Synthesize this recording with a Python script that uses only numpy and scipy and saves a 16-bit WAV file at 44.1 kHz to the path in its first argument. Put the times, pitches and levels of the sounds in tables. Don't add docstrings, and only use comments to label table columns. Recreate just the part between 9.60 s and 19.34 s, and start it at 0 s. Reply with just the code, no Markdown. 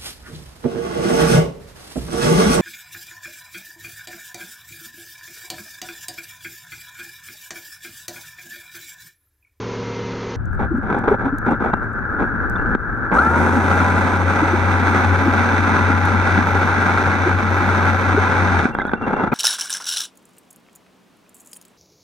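import sys
import numpy as np
from scipy import signal
from scipy.fft import rfft, irfft
from scipy.io import wavfile

SR = 44100
rng = np.random.default_rng(int(sys.argv[2]) if len(sys.argv) > 2 else 0)


def transcribe(signal):
    frames = np.atleast_2d(signal).T
    limited = np.clip(frames, -1, 1)
    pcm = np.round(limited * 32767).astype(np.int16)
    wavfile.write(sys.argv[1], SR, pcm)


N = 429534

DIVE_S = .761
START_S, STOP_S = 3.515, 8.97
# (time [s], relative strength [dB])
KNOCKS = [(1.327, 21), (3.150, 25), (8.999, 13), (9.054, 18), (9.15, 12.5), (9.167, 1), (9.187, 14),
          (9.198, 8), (9.217, 12.5), (9.252, 10), (9.278, 6), (9.293, 2), (9.316, 4), (9.335, 17.5)]


def from_db(db):
    return 10 ** (np.asarray(db) / 20)


def rms_one(x):
    return x / np.sqrt(np.mean(x ** 2) + 1e-20)


def in_time(rows):
    s, *columns = np.transpose(rows)
    t = np.arange(N) / SR
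    gate = (t >= s[0]) & (t < s[-1])
    return [np.interp(t, s, column) for column in columns] + [gate]


def drift(rate_hz):
    step = 40
    r = np.exp(-2 * np.pi * rate_hz * step / SR)
    noise = rng.standard_normal(N // step + 2002)
    slow = signal.lfilter([1], [1, -2 * r, r * r], noise)[2000:]
    return np.interp(np.arange(N) / step, np.arange(len(slow)), rms_one(slow))


def band_filter(x, order, hz, kind):
    return signal.sosfilt(signal.butter(order, hz, kind, fs=SR, output="sos"), x)


def response_db(points, modes=(), column=1):
    hz, points = np.linspace(1, SR / 2, 4097), np.array(points)
    db = np.interp(np.log(hz), np.log(points[:, 0]), points[:, column])
    for mode_hz, width_hz, gain_db in modes:
        db = db + gain_db / (1 + (2 * (hz - mode_hz) / width_hz) ** 2)
    return db


def colour(x, db, lead=0):
    cepstrum = irfft(db * np.log(10) / 20)
    half = len(cepstrum) // 2
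    cepstrum[1:half] *= 2
    cepstrum[half + 1:] = 0
    impulse = irfft(np.exp(rfft(cepstrum) + 1j * lead))
    return signal.oaconvolve(x, np.roll(impulse, 256))[256:][:N]


def grains(per_s, spread_db):
    struck = rng.random(N) < per_s / SR
    sizes = struck * from_db(spread_db * np.minimum(rng.exponential(1, N), 4))
    return rms_one(sizes * rng.standard_normal((2, N)))


def housing(common, own):
    # (frequency [Hz], left [dB], right [dB], lead of the left port over the right [rad])
    wall = [(39, -16.5, -16.5, 0), (158, -6.5, -7.5, 0), (232, -0.5, -2.5, 1), (682, -10, -9, -0.9),
            (810, -4, -2.5, 0.46), (1120, -9, -8, 1.1), (1400, -0.5, -5, 0.5), (1590, -7.5, -10, 0.09),
            (2313, -28.5, -16.5, -1), (2910, -39.5, -33, 0.1), (4040, -34, -37, 0.1),
            (4480, -41.5, -40, 0.6), (9170, -53.5, -52.5, 0.65), (15100, -71.5, -61.5, 3.5)]
    # (frequency [Hz], width [Hz], gain [dB])
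    wall_modes = [(226, 45, 4), (1590, 70, 4), (1825, 130, -7), (1975, 80, 4), (2300, 120, 3),
                  (2650, 50, 5), (3600, 500, 6), (6050, 750, 10), (8540, 700, 6)]
    # (frequency [Hz], coherence [0-1])
    likeness = [(400, 1), (1500, 0.8), (12000, 0.19)]
    alike = np.clip(response_db(likeness), 0, .99)
    lead = response_db(wall, column=3) / 2
    share_db, rest_db = 10 * np.log10((1 + alike) / 2), 10 * np.log10((1 - alike) / 2)
    ports = []
    for column, sign in ((1, 1), (2, -1)):
        db = response_db(wall, wall_modes, column=column)
        shared = colour(common, db + share_db, sign * lead)
        ports.append(shared + sign * colour(own, db + rest_db))
    return np.array(ports)


def power_pack():
    # (frequency [Hz], mean level [dB rms])
    engine_lines = [(113.0, -34.5), (183.0, -39), (215.3, -40.5), (258.4, -38), (387.6, -38), (430.7, -42),
                    (473.7, -37)]
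    # (multiple of the whine pitch [-], mean level [dB rms])
    whine_partials = [(1, -42), (1.39, -48), (2.202, -50)]
    # (frequency [Hz], relative density [dB per Hz])
    fan_spectrum = [(30, -16), (109, -11.5), (308, -9.5), (488, -6), (643, -18.5), (974, -14.5),
                    (5880, -33), (7400, -15.5), (9620, -79)]
    # (frequency [Hz], width [Hz], gain [dB])
    casing_modes = [(4230, 180, 3), (5900, 44, 12)]
    whine_from_hz, whine_to_hz, sag_s = 1005, 920, .35
    t = np.arange(N) / SR
    engine = 0
    for hz, db in engine_lines:
        level = np.sqrt(2) * from_db(db + .88 * drift(3.7))
        engine = engine + level * np.sin(2 * np.pi * (hz * t + rng.random()))
    whine_hz = whine_to_hz + (whine_from_hz - whine_to_hz) * np.exp(-t / sag_s)
    phase = 2 * np.pi * np.cumsum(whine_hz) / SR
    whine = sum(np.sqrt(2) * from_db(db + 2.0 * drift(15)) * np.sin(k * phase) for k, db in whine_partials)
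    fan = from_db(-30.5) * rms_one(colour(rng.standard_normal(N), response_db(fan_spectrum, casing_modes)))
    low_pass = signal.cheby2(10, 60, 7760, fs=SR, output="sos")
    return signal.sosfilt(low_pass, engine + whine + fan) * (t < DIVE_S)


def dips():
    # (time [s], nominal depth [dB])
    dip_rows = [(3.158, 12), (6.83, 3), (7.719, 2)]
    fall_s, back_s = .0028, .082
    t = np.arange(N) / SR
    loss_db = 0
    for s, db in dip_rows:
        fall = np.clip((t - s) / fall_s, 0, 1)
        loss_db = loss_db + db * fall * np.exp(-np.maximum(t - s, 0) / back_s)
    return from_db(-loss_db)


def idling():
    # (time [s], oil hiss drive [dB], water rumble drive [dB])
    idle_levels = [(.761, -17, -26.5), (1.05, -8.5, -25), (1.3, -7, -33.5), (2.5, -2.5, -31.5),
                   (3.15, 2, -24.5), (3.52, -2, -33.5), (3.7, -15, -42), (9.74, -17, -40)]
    # (frequency [Hz], gain [dB])
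    oil_spectrum = [(400, -7.5), (900, -14.5), (1400, -2), (1720, 2), (2050, -16.5), (3000, -23.5),
                    (8000, -20), (15000, -13.5)]
    hum_hz, hum_db = 111.3, -33
    hiss_db, rumble_db, on = in_time(idle_levels)
    oil = np.array([colour(g, response_db(oil_spectrum)) for g in grains(5000, spread_db=-6.0)])
    hiss = housing(*(on * from_db(hiss_db + 1.1 * drift(13.0)) * oil))
    rumble = rms_one(band_filter(rng.standard_normal((2, N)), 2, [22, 110], "band"))
    rumble = from_db(rumble_db + [[5], [-1]]) * rumble
    t = np.arange(N) / SR
    hum = from_db(hum_db) * np.sin(2 * np.pi * hum_hz * t) * (t < START_S)
    return hiss + on * (rumble + hum)


def ticks():
    # (time [s], strength before the band filter [dB])
    grit_ticks = [(1.3895, -33), (1.7846, -22.5), (2.8986, -27.5), (6.4547, -21)]
    specks_per_s, specks_db = 11.0, -45
    count = round(specks_per_s * N / SR)
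    moments = rng.uniform(DIVE_S, N / SR - .01, count)
    faint = np.transpose([moments, rng.normal(specks_db, 3, count)])
    decay = np.exp(-np.arange(24) / 17.0)
    clicks = np.zeros((2, N))
    for s, db in [*grit_ticks, *faint]:
        clicks[:, round(s * SR):][:, :24] = from_db(db) * rng.standard_normal((2, 24)) * decay
    return band_filter(clicks + 1e-18, 2, [5000, 13000], "band")


def bubbles():
    # (time [s], level before flutter [dB peak], pitch at birth [Hz])
    pockets = [(1.109, -15.5, 310), (1.136, -15.5, 221), (1.171, -16, 242), (1.475, -11.5, 426),
               (1.51, -7.5, 393), (1.659, -13.5, 247), (1.722, -17, 258), (1.908, -15, 260),
               (2.596, -17, 280), (2.629, -19, 330), (2.956, -40.5, 3500), (3.523, -16, 204),
               (4.819, -13.5, 293), (4.931, -15, 335), (5.659, -11.5, 313), (5.671, -12, 237),
               (6.293, -19, 258), (6.773, -11, 268), (7.659, -11.5, 336), (8.538, -17, 252),
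               (8.571, -12, 390), (9.205, -24, 2030), (9.626, -44, 3760), (9.718, -25, 2410)]
    least_s, cycles = .011, 8.1
    out, flutter = np.zeros(N), from_db(3.4 * drift(110))
    for s, db, hz in pockets:
        length = least_s + cycles / hz
        u = np.arange(min(round(length * SR), N - round(s * SR))) / SR
        rise_hz = 25 * u / length
        swell = np.sin(np.pi * (u / length) ** .5) ** 2
        out[round(s * SR):][:len(u)] += from_db(db) * swell * np.sin(2 * np.pi * (hz + rise_hz) * u)
    return out * flutter * from_db([[.7], [-.7]])


def rubs():
    # (time [s], strength before the filters [dB], length [s])
    rub_rows = [(0.989, -6, 0.07), (1.225, -12.5, 0.09), (1.297, -8, 0.12), (1.434, -8.5, 0.08),
                (1.472, -7, 0.087), (1.582, -8.5, 0.11), (1.86, -2.5, 0.085), (1.997, -9, 0.034),
                (2.032, -4, 0.074), (2.129, 1.5, 0.013), (2.579, -6, 0.072), (2.948, -9, 0.029),
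                (9.08, -23, 0.36), (9.409, -18, 0.055), (9.46, -11, 0.1), (9.561, -9.5, 0.11),
                (9.669, -22.5, 0.047), (9.715, -8, 0.036)]
    # (frequency [Hz], width [Hz], gain [dB])
    loose_modes = [(3410, 450, 5.5)]
    rise_s = .006
    t, effort = np.arange(N) / SR, np.zeros(N)
    for s, db, length in rub_rows:
        a, b = round(s * SR), min(N, round((s + 2 * length) * SR))
        u = t[a:b] - s
        effort[a:b] += from_db(db) * np.exp(-(u / length) ** 8) * np.minimum(u / rise_s, 1)
    slips = effort * from_db(2.2 * drift(45)) * grains(3500, spread_db=1.2)
    knock_decay = np.exp(-np.arange(200) / 70)
    for s, db in KNOCKS:
        slips[:, round(s * SR):][:, :200] += from_db(db - 13) * rng.standard_normal((2, 200)) * knock_decay
    dull = band_filter(slips, 2, 1300, "low")
    edge_db = np.where(t < START_S, 3, 12)
    loose_db = response_db([(500, -5.5), (2200, -6.5), (4500, -12.5), (15000, -12.5)], loose_modes)
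    sharp = np.array([colour(g, loose_db) for g in from_db(edge_db) * slips])
    return housing(*(dull + sharp))


def chimes():
    # (time [s], level before flutter and panning [dB peak])
    clinks = [(1.87, -48), (2.11, -49.5), (2.97, -55), (9.118, -44), (9.149, -48), (9.356, -46),
              (9.42, -41), (9.531, -40), (9.579, -42)]
    ring_hz, ring_t60_s, shake_s = 2730, .25, .02
    # (frequency [Hz], relative level [dB])
    knock_modes = [(3450, -50), (1530, -28)]
    knock_t60_s, knock_rise_s = .06, .001
    out, u = np.zeros(N + SR), np.arange(SR // 5) / SR
    for s, db in clinks:
        decay_db = -60 * np.maximum(u - shake_s, 0) / ring_t60_s
        swell = np.minimum(u / shake_s, 1) * from_db(db + decay_db)
        out[round(s * SR):][:len(u)] += swell * np.sin(2 * np.pi * (ring_hz * u + rng.random()))
    soft_onset = 1 - np.exp(-(u / knock_rise_s) ** 2)
    for s, db in KNOCKS:
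        after_stop = s > STOP_S
        tones = 0
        for hz, level_db in 2 * knock_modes:
            tones = tones + from_db(level_db) * np.sin(2 * np.pi * hz * rng.normal(1, .05) * u)
        envelope = from_db(db / 2 - 60 * u / knock_t60_s) * soft_onset
        out[round(s * SR):][:len(u)] += after_stop * envelope * tones
    return out[:N] * from_db(3 * drift(50) + [[-3], [3]])


def swarm(per_s, low_hz, high_hz, cycles):
    born, dealt, out = grains(per_s, spread_db=4.0)[0], rng.integers(0, 8, N), 0
    for k, hz in enumerate(np.geomspace(low_hz, high_hz, 8)):
        r, w = from_db(-60 * hz / (cycles * SR)), 2 * np.pi * hz / SR
        struck = born * (dealt == k) + 1e-18
        out = out + signal.lfilter([0, np.sin(w)], [1, -2 * r * np.cos(w), r * r], struck)
    return rms_one(out)


def cutting():
    # (time [s], speed before a slight waver [turns per s])
    shaft_speed = [(3.515, 34), (3.58, 59), (3.63, 77), (3.7, 82.5), (3.8, 86.3), (4.1, 90.1), (6, 91.8),
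                   (8.9, 92.2), (9.0, 87), (9.11, 60)]
    orders = (2, 3, 6, 9, 11, 22, 66, 132)
    # (level [dB], ...)
    orders_db = (-13, -14, -13, -13, -10, -10, -1, 17)
    # (multiple [-], peak drive before the body filter [dB])
    strained = [(17, -12), (22, -6), (31, -10)]
    # (low edge [Hz], high edge [Hz])
    howl_band = [1200, 1700]
    # (time [s], level [dB])
    fine_grit = [(3.515, -3), (4.1, 2.5), (5.7, 3.5), (9.0, 2.5), (9.115, -2)]
    coast_s, strain_s, mesh_rise_s, bite_s = .15, .1, .05, .03
    unbalance_db, coast_tone_loss_db, coast_grit_loss_db = -18.5, 48, 16
    coarse_drive_db, surge_db, settle_s = -3.5, 4, 1.0
    sizzle_hz, sizzle_db, sizzle_s = 6940, 6.5, 1

    t, speed = np.arange(N) / SR, in_time(shaft_speed)[0]
    run, coast = np.maximum(t - START_S, 0), np.clip((t - STOP_S) / coast_s, 0, 1)
    on = (run > 0) & (coast < 1)
    tone_db = unbalance_db + 2 * 20 * np.log10(speed / speed.max()) - coast_tone_loss_db * coast ** 2
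    settling_db = surge_db * np.exp(-run / settle_s)
    turn = 2 * np.pi * np.cumsum(speed * (1 + .00172 * drift(9.7))) / SR
    play = .02 * drift(40)

    gears = 0
    for k, db in zip(orders, orders_db):
        load_db = 2.5 * settling_db * (k < 20)
        level = from_db(tone_db + load_db + db + 3.5 * drift(25) + 2.5 * drift(2))
        gears = gears + level * np.sin(k * (turn + play) + 2 * np.pi * rng.random())
    gears = gears * (1 - np.exp(-run / mesh_rise_s)) * (1 - coast) ** 5
    strain = run / strain_s * np.exp(1 - run / strain_s)
    howl = strain * sum(from_db(db + 4.5 * drift(70)) * np.sin(k * (turn + play)) for k, db in strained)
    gears += band_filter(howl, 2, howl_band, "band")

    unbalance = np.sqrt(2) * from_db(tone_db + 1.97 * drift(8.4)) * np.sin(turn)
    sides = np.array([unbalance, np.roll(unbalance, 20) * from_db(-4.5)])

    bite = from_db(.7 * drift(29) + 1.0 * drift(3.6) - coast_grit_loss_db * coast ** 3)
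    grit = grains(6000, spread_db=1.5)
    coarse = band_filter(grit, 2, 2500, "low")
    sizzle = from_db(sizzle_db) * np.exp(-run / sizzle_s) * band_filter(grit, 2, sizzle_hz, "high")
    fine_level = from_db(in_time(fine_grit)[0]) * np.minimum(run / bite_s, 1) ** 2
    fine = fine_level * (grit - coarse + sizzle)
    common, own = bite * (from_db(coarse_drive_db + settling_db) * coarse + fine)
    flush = from_db(-30) * swarm(120, low_hz=190, high_hz=400, cycles=16)
    return on * sides + housing(on * (common + gears + flush), on * own)


def scene():
    drill = dips() * (idling() + cutting())
    return power_pack() + drill + rubs() + chimes() + bubbles() + ticks()


def record(dry):
    low_pass = signal.ellip(12, .5, 70, 15750, fs=SR, output="sos")
    return signal.sosfilt(low_pass, 1.198 * np.tanh(dry / 1.178))


dry = scene()
out = record(dry)
transcribe(out)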